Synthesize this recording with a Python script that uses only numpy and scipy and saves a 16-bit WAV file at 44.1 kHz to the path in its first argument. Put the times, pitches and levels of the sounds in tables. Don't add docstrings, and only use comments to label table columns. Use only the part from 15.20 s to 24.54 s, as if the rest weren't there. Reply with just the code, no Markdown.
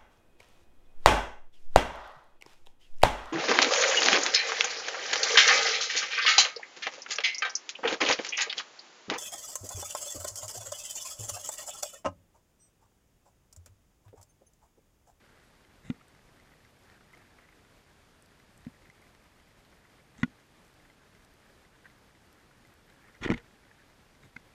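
import sys
import numpy as np
from scipy import signal
from scipy.io import wavfile

SR = 44100
rng = np.random.default_rng(int(sys.argv[2]) if len(sys.argv) > 2 else 0)


def linear_from_db(decibels):
    return 10 ** (np.asarray(decibels, float) / 20)


def dump_mix(stems):
    frames = np.atleast_2d(stems).T
    limited = np.clip(frames, -1, 1)
    pcm = np.round(limited * 32767).astype(np.int16)
    wavfile.write(sys.argv[1], SR, pcm)


N = 411887

# [f/Hz, level per hertz/dB]
HISS_SPECTRUM = [(30, -1), (130, -3.5), (300, -7.5), (700, -11.5), (1400, -14.5), (2100, -16.5),
                 (3000, -19.5), (5000, -23), (8000, -28.5), (9300, -29.5), (10500, -34), (12300, -33),
                 (14800, -36), (15400, -40)]
# [t/s, activity level/dB, f/Hz]
SHELL_STRAIN = [(0.0, -64.5, 1670), (0.47, -68, 1720), (0.88, -66, 1800), (1.4, -67, 1880),
                (1.8, -64.5, 1790), (2.28, -66, 1870), (2.5, -69.5, 1630), (3.2, -69, 1840),
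                (3.82, -66.5, 2010), (4.32, -68.5, 1860), (5.0, -67, 1900), (5.4, -69, 1760),
                (6.3, -69, 1720), (7.25, -69.5, 1690), (7.9, -63, 1800), (8.5, -65, 1860),
                (8.87, -73, 1650), (9.34, -66.5, 1950)]
# [t/s, peak level/dB, f/Hz]
CHIRPS = [(0.809, -47.5, 1360), (1.316, -49, 2040), (1.334, -50, 1890), (1.806, -48, 1400),
          (1.93, -44, 2030), (1.9393, -46, 2130), (1.971, -43.5, 1410), (2.017, -48.5, 1250),
          (2.184, -45, 2040), (2.193, -54, 1950), (2.248, -52, 1980), (2.285, -48, 2150),
          (2.3246, -48, 1930), (3.618, -51, 2090), (3.65, -50, 2060), (3.8202, -48.5, 2100),
          (4.525, -49, 1950), (4.65, -47, 1950), (5.5977, -50, 1950), (5.6501, -48.5, 1880),
          (6.2595, -50, 1810), (6.2964, -52, 1700), (6.643, -49, 1840), (6.654, -39, 1650),
          (6.663, -42.5, 1750), (7.3088, -50, 1450), (7.87, -52, 1820), (7.881, -47.5, 2170),
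          (7.8944, -47, 1600), (8.51, -44, 1720)]
# [t/s, peak level/dB, f/Hz]
SNAPS = [(0.353, -53, 5890), (0.8827, -49, 9410), (1.6356, -52, 5260), (1.93, -51, 6560),
         (1.978, -55, 4910), (2.0243, -60, 4540), (2.5097, -62, 4510), (3.024, -45, 9210),
         (3.0604, -49, 4940), (3.3774, -47.5, 7010), (3.4067, -56, 5750), (3.7514, -54, 5260),
         (3.8177, -52, 5230), (4.0407, -56, 5055), (4.5166, -57, 5200), (5.4804, -54, 4810),
         (5.5408, -52, 4830), (6.0483, -48, 4520), (6.1384, -55, 6760), (7.1283, -51, 8530),
         (7.4724, -52, 5000), (7.5393, -50, 5590)]
# [f/Hz, level/dB, t60/s]
CRACKLE_MODES = [(4300, -15, .003), (5700, -3, 0.0036), (7900, 0, 0.0035), (8900, -6, 0.0063),
                 (11400, -4, 0.0057)]
# [t/s, peak level/dB, shell f/Hz]
TICK_COUPLING = [(0, -51.5, 1560), (.95, -51, 1930), (1.95, -46, 1980), (2.7, -57, 1400), (3.6, -43, 2050),
                 (4.65, -51.5, 2080), (4.95, -55, 1820), (5.8, -46, 1350), (6.3, -50.5, 1800),
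                 (7.2, -52.5, 1580), (7.7, -45, 1620), (8.4, -51, 1600), (9.34, -51, 1750)]
# [f/Hz, level/dB, t60/s]
TICK_MODES = [(2050, 5, 0.033), (1500, -20, 0.014), (3100, -2, 0.015), (3660, -4, 0.005),
              (4030, -1, 0.0082), (5640, 2, 0.0045), (7000, -16, 0.0027), (8500, -8, 0.0032),
              (12400, -19, 0.0035)]
# [t/s, hold/s, fade/s, scratch level/dB, rumble level/dB]
PRESSES = [
    (0.652, .042, 0.055, -61, -55),
    (3.393, .03, .04, -72, -61.5),
    (4.984, 0.039, 0.012, -60.5, -57),
    (9.034, 0.031, .04, -65, -58),
]
# [f/Hz, level/dB, t60/s]
PRESS_MODES = [(1600, -19, 0.0066), (2030, 0, 0.0084), (2700, -8, .006), (3720, -6.5, 0.013),
               (5260, -11, .005), (6740, -5, .004), (7450, -4, .005), (9000, -6, .003)]
# [t/s, hold/s, scratch level/dB, brightness/dB, rumble level/dB]
GRIP_STROKES = [
    (5.037, 0.0033, -42, -24, -60),
    (8.015, .006, -50.5, -18, -46),
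    (8.027, 0.017, -39.5, -7.5, -43),
    (8.051, 0.007, -34.5, -31, -41),
    (8.076, 0.0071, -41, -29, -46),
    (8.101, 0.021, -42.5, -28, -33.5),
    (8.138, 0.0055, -46, -15, -38),
    (8.161, 0.014, -52, -16, -52),
    (8.181, .002, -51.5, -21, -52),
]
# [t/s, push level/dB, ring level/dB]
KNOCKS = [
    (0.6992, -30.5, 3),
    (0.96, -64, -1.5),
    (3.4659, -36.5, 0),
    (4.986, -53, 0),
    (5.0309, -22, 0.5),
    (8.1215, -41, 12),
    (8.143, -35.5, -0.5),
    (9.162, -52.5, 2),
]
# [f/Hz, amplitude/1, t60/s, share that rings/1]
BODY_MODES = [(174.1, -11.03, .0086, 0), (211.7, 11.98, .0031, 0), (177.9, 1.43, .058, 1),
              (243.4, 3.36, .052, 1), (256, .1, .22, 1), (318, .07, .15, 1), (205, -.05, .2, 1)]
# [t/s, peak level/dB, f/Hz, t60/s]
THUDS = [(.688, -54, 100, .03), (3.69, -51.5, 149, 0.024), (5.02, -49, 100, .03), (8.012, -40, 90, .03),
         (8.022, -40, 270, .04), (8.058, -27, 280, .01), (8.0608, -22, 300, .017), (8.0912, -25, 450, .011),
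         (8.0943, -27, 330, .012), (8.0973, -25, 300, .01), (8.1015, -17, 230, .011),
         (8.1018, -26, 340, .022), (8.1105, -18, 270, .014), (8.1168, -19, 290, .014),
         (8.12, -37, 48, 0.16), (9.051, -44, 140, 0.014)]
# [t/s, peak level/dB, f/Hz, brightness/dB, whole shell level/dB]
TAPS = [
    (0.7022, -37, 2500, -4, -6),
    (0.7045, -33, 2020, -20, 1),
    (3.469, -44, 2000, -12, -6),
    (5.0338, -35, 1940, 0, -5),
    (9.035, -45, 2050, -14, -15),
    (9.1627, -40.5, 1500, -34, -42),
    (9.165, -31.5, 2110, -28, -29),
    (9.1651, -34, 1520, -34, -35),
    (9.168, -39, 2110, -36, -31),
]
# [t/s, peak level/dB, f/Hz, brightness/dB, whole shell level/dB]
BUMPS = [(4.98, -53, 2030, 4, -5), (4.999, -54, 2180, 4, -3), (8.035, -30.5, 2420, -26, -31),
         (8.049, -36, 2450, -19, 0), (8.0762, -28.5, 1890, -27, -15), (8.0911, -27.5, 890, -36, -17),
         (8.1021, -19.5, 2140, -13, -5), (8.113, -25.5, 2000, -18, -2), (8.1204, -21.5, 1880, -13.5, 2),
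         (8.139, -28.5, 2150, -22, -21), (8.144, -35, 2090, -19, -16), (8.1777, -33, 2290, -12, -5)]
# [t/s, peak level/dB, f/Hz, brightness/dB, whole shell level/dB]
BLOWS = [
    (0.7, -37.5, 1650, -24, -8),
    (5.0316, -15, 1920, -15, 0),
]
# [f/Hz, level/dB, t60/s]
SHELL_MODES = [(472, -9.5, 0.16), (645, -15, 0.018), (1020, 0, 0.0073), (1110, -24, 0.049),
               (1450, -3, 0.037), (1950, 11, 0.0064), (2420, -6, 0.018), (2910, 2.5, 0.0058)]
SHELL_TOP_MODES = [(3350, 9, 0.0076), (4130, 0, 0.005), (5500, 3, 0.0059), (6250, 3, 0.0061),
                   (7300, -17, .003), (9000, -24, .003), (11500, -18, .002), (14000, -33, .002)]


def rms_one(x):
    return x / np.sqrt(np.mean(x ** 2) + 1e-20)


def peak_one(x):
    return x / abs(x).max()


def add(out, s, piece):
    at = round(s * SR)
    out[at:at + len(piece)] += piece[:N - at]


def in_time(rows):
    s, *columns = np.transpose(rows)
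    return [np.interp(np.arange(N) / SR, s, c) for c in columns]


def drift(rate_hz):
    r = np.exp(-2 * np.pi * rate_hz * 40 / SR)
    noise = rng.standard_normal(N // 40 + 2002)
    slow = signal.lfilter([1], [1, -2 * r, r * r], noise)[2000:]
    return np.interp(np.arange(N) / 40, np.arange(len(slow)), rms_one(slow))


def grains(per_s, spread_db):
    sizes = linear_from_db(spread_db * np.minimum(rng.exponential(1, N), 4))
    sizes = sizes * rng.choice([-1, 1], N)
    return sizes * (rng.random(N) < per_s / SR)


def ring(clicks, hz, t60):
    r = linear_from_db(-60 / (max(t60, 1e-3) * SR))
    w = 2 * np.pi * hz / SR
    return signal.lfilter([0, np.sin(w)], [1, -2 * r * np.cos(w), r * r], clicks + 1e-18)


def modes(clicks, table, spread_db):
    luck = linear_from_db(spread_db * rng.standard_normal(len(table)))
    return sum(luck[k] * linear_from_db(db) * ring(clicks, hz, t60) for k, (hz, db, t60) in enumerate(table))


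def soften(x, hz):
    return signal.sosfilt(signal.butter(2, hz, fs=SR, output="sos"), x)


def hiss(patchy_db):
    out, together = 0, drift(9)
    edges = 20 * 2 ** np.arange(0, 10, .5)
    white = rng.standard_normal((2, N))
    hzs, dbs = np.transpose(HISS_SPECTRUM)
    for k, (low, high) in enumerate(zip(edges, edges[1:])):
        band = signal.sosfilt(signal.butter(2, [low, high], "band", fs=SR, output="sos"), white[k % 2])
        level_db = np.interp(np.log(low * high) / 2, np.log(hzs), dbs)
        flicker_db = patchy_db * (1.35 * together + 0.5 * drift(13))
        out = out + band * linear_from_db(level_db + flicker_db)
    return linear_from_db(-61.5) * rms_one(out)


def creaks():
    level_db, centre_hz = in_time(SHELL_STRAIN)
    clicks = grains(200.0 * linear_from_db(7 * drift(14)), 1.5)
    dealt, out = rng.integers(0, 12, N), 0
    for k, hz in enumerate(np.geomspace(1200, 2400, 12)):
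        near = np.exp(-(np.log(hz / centre_hz) / 0.28) ** 2)
        out = out + ring(clicks * near * (dealt == k), hz, 30.0 / hz)
    busy_db = 1.5 * (level_db - np.median(level_db))
    out = linear_from_db(np.clip(busy_db, -20, 12) - 73) * rms_one(out)
    age = np.arange(2500) / SR
    decay_s, rise_s = 0.0041, 0.0029
    for s, peak_db, hz in CHIRPS:
        rubbing = rng.standard_normal(len(age)) * np.exp(-age / decay_s) * np.minimum(age / rise_s, 1)
        chirp = ring(rubbing, hz, 0.018) + .7 * ring(rubbing, 3450 - hz, 0.012)
        add(out, s, linear_from_db(peak_db - 3.5) * peak_one(chirp))
    return out


def snaps():
    out, age = np.zeros(N), np.arange(400) / SR
    for s, peak_db, hz in SNAPS:
        burst = rng.standard_normal(len(age)) * np.exp(-age / .0007)
        clear = peak_one(ring(burst, hz, .003))
        broad = peak_one(modes(burst, CRACKLE_MODES, spread_db=3))
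        add(out, s, linear_from_db(peak_db - 1.5) * peak_one(.4 * clear + broad))
    crackle = modes(grains(500 * linear_from_db(8 * drift(14)), 2.5), CRACKLE_MODES, spread_db=0)
    out += linear_from_db(-86) * rms_one(crackle)
    for hz in (9100, 12100):
        lone = ring(grains(30 * linear_from_db(6 * drift(3)), 2.2), hz, .0025)
        out += linear_from_db(-92.5) * rms_one(lone)
    return signal.sosfilt(signal.butter(2, 3200, "high", fs=SR, output="sos"), out)


def ticks():
    out, age = np.zeros(N), np.arange(900) / SR
    first_s, beat_s = .1994, .25003
    scatter_db, scatter_pitch = 0.8, 0.084
    times, level_db, pitch_hz = np.transpose(TICK_COUPLING)
    for s in np.arange(first_s, N / SR, beat_s):
        luck = rng.standard_normal(2)
        hz = np.interp(s, times, pitch_hz) * np.exp(scatter_pitch * luck[0])
        peak_db = np.interp(s, times, level_db) + scatter_db * luck[1]
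        scuff = rng.standard_normal(len(age)) * np.exp(-age / 0.00049)
        scuff[:2] = 3.5
        tick = 1.2 * ring(scuff, hz, 0.022) + modes(scuff, TICK_MODES, spread_db=3.0)
        add(out, s, linear_from_db(peak_db) * peak_one(tick))
    return out


def stroke(layers, mix, start_s, swell_s, hold_s, fade_s):
    age = np.arange(int((swell_s + hold_s + fade_s) * SR)) / SR
    range_db = 29
    gain_db = np.interp(age, np.cumsum([0, swell_s, hold_s, fade_s]), [-range_db, 0, 0, -range_db])
    at = round((start_s - swell_s) * SR)
    return linear_from_db(gain_db) * (mix @ layers[:, at:at + len(age)])


def rubs():
    slips = soften(grains(5000 * linear_from_db(4 * drift(90)), 2.5), 7000)
    shaking = rng.standard_normal(N)
    rumble = ring(shaking, 182, 0.033) + ring(shaking, 125, 0.039)
    rumble += linear_from_db(-8) * ring(shaking, 88, 0.037) + linear_from_db(-19) * ring(shaking, 325, 0.084)
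    scratch = rms_one(modes(slips, SHELL_MODES, spread_db=0))
    top = rms_one(modes(slips, SHELL_TOP_MODES, spread_db=0))
    squeak = rms_one(modes(slips, PRESS_MODES, spread_db=0))
    layers, out = np.array([scratch, top, squeak, rms_one(rumble)]), np.zeros(N)
    grip_swell_s, grip_fade_s, press_swell_s = .01, 0.021, 0.037
    for s, hold_s, scratch_db, bright_db, rumble_db in GRIP_STROKES:
        mix = [linear_from_db(scratch_db), linear_from_db(scratch_db + bright_db), 0, linear_from_db(rumble_db)]
        add(out, s - grip_swell_s, stroke(layers, mix, s, grip_swell_s, hold_s, grip_fade_s))
    for s, hold_s, fade_s, scratch_db, rumble_db in PRESSES:
        mix = [0, 0, linear_from_db(scratch_db), linear_from_db(rumble_db)]
        add(out, s - press_swell_s, stroke(layers, mix, s, press_swell_s, hold_s, fade_s))
    return out


def push(contact_s, size=4000):
    shape = np.sin(np.pi * np.clip(np.arange(size) / (contact_s * SR), 0, 1)) ** 2
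    return -shape / shape.sum()


def knocks():
    out = np.zeros(N)
    for s, push_db, ring_db in KNOCKS:
        body = sum(a * linear_from_db(ring_db * rings) * ring(push(.0017), hz, t60) for hz, a, t60, rings in BODY_MODES)
        add(out, s, linear_from_db(push_db) * body)
    for s, peak_db, hz, t60 in THUDS:
        add(out, s, linear_from_db(peak_db + 6) * ring(push(.0012), hz, t60))
    return signal.sosfilt(signal.butter(1, 30, "high", fs=SR, output="sos"), out)


def taps():
    out, age = np.zeros(N), np.arange(2000) / SR
    lag = round(.0023 * SR)
    rows = [(*row, .0006, 0) for row in TAPS]
    rows += [(*row, .0016, 0) for row in BUMPS]
    rows += [(*row, .0003, linear_from_db(1.5)) for row in BLOWS]
    for s, peak_db, hz, bright_db, shell_db, contact_s, rebound in rows:
        contact = rng.standard_normal(len(age)) * np.exp(-age / contact_s)
        contact[:3] = -0.68
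        contact[lag:] -= rebound * contact[:-lag]
        nearest = np.diff(ring(contact, hz, .013), prepend=0) * SR / (2 * np.pi * hz)
        middle = nearest + linear_from_db(shell_db) * modes(contact, SHELL_MODES, spread_db=1.5)
        top = modes(contact, SHELL_TOP_MODES, spread_db=2)
        tap = peak_one(soften(middle, 3300)) + linear_from_db(bright_db) * peak_one(soften(top, 9000))
        add(out, s, linear_from_db(peak_db) * tap)
    return out


def scene():
    return (hiss(patchy_db=0.5) + creaks() + snaps() + ticks() + rubs() + knocks() + taps())[None]


def thin_top(x, from_hz, to_hz, keep):
    window = np.sin(np.pi * (np.arange(2048) + .5) / 2048)
    shape = dict(window=window, nperseg=2048, noverlap=1024)
    hz, _, cells = signal.stft(x, SR, **shape)
    high = hz > from_hz
    top = abs(cells[:, high])
    usual = np.median(top[:, :80], axis=1, keepdims=True) ** .5 * np.median(top[:, :80]) ** .5
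    threshold = keep * usual * linear_from_db(-(hz[high, None] - from_hz) / 560)
    cells[:, high] *= 1.35 * (top > threshold)
    cells[:, hz > to_hz] = 0
    return signal.istft(cells, SR, **shape)[1][:, :N]


def top_cut(x):
    return signal.sosfilt(signal.butter(12, 15650, fs=SR, output="sos"), x)


def record(dry):
    x = signal.sosfilt(signal.butter(1, 15, "high", fs=SR, output="sos"), dry)
    mix = thin_top(x, from_hz=12750, to_hz=15290, keep=1.75)
    return top_cut(mix)


dry = scene()
out = record(dry)
dump_mix(out)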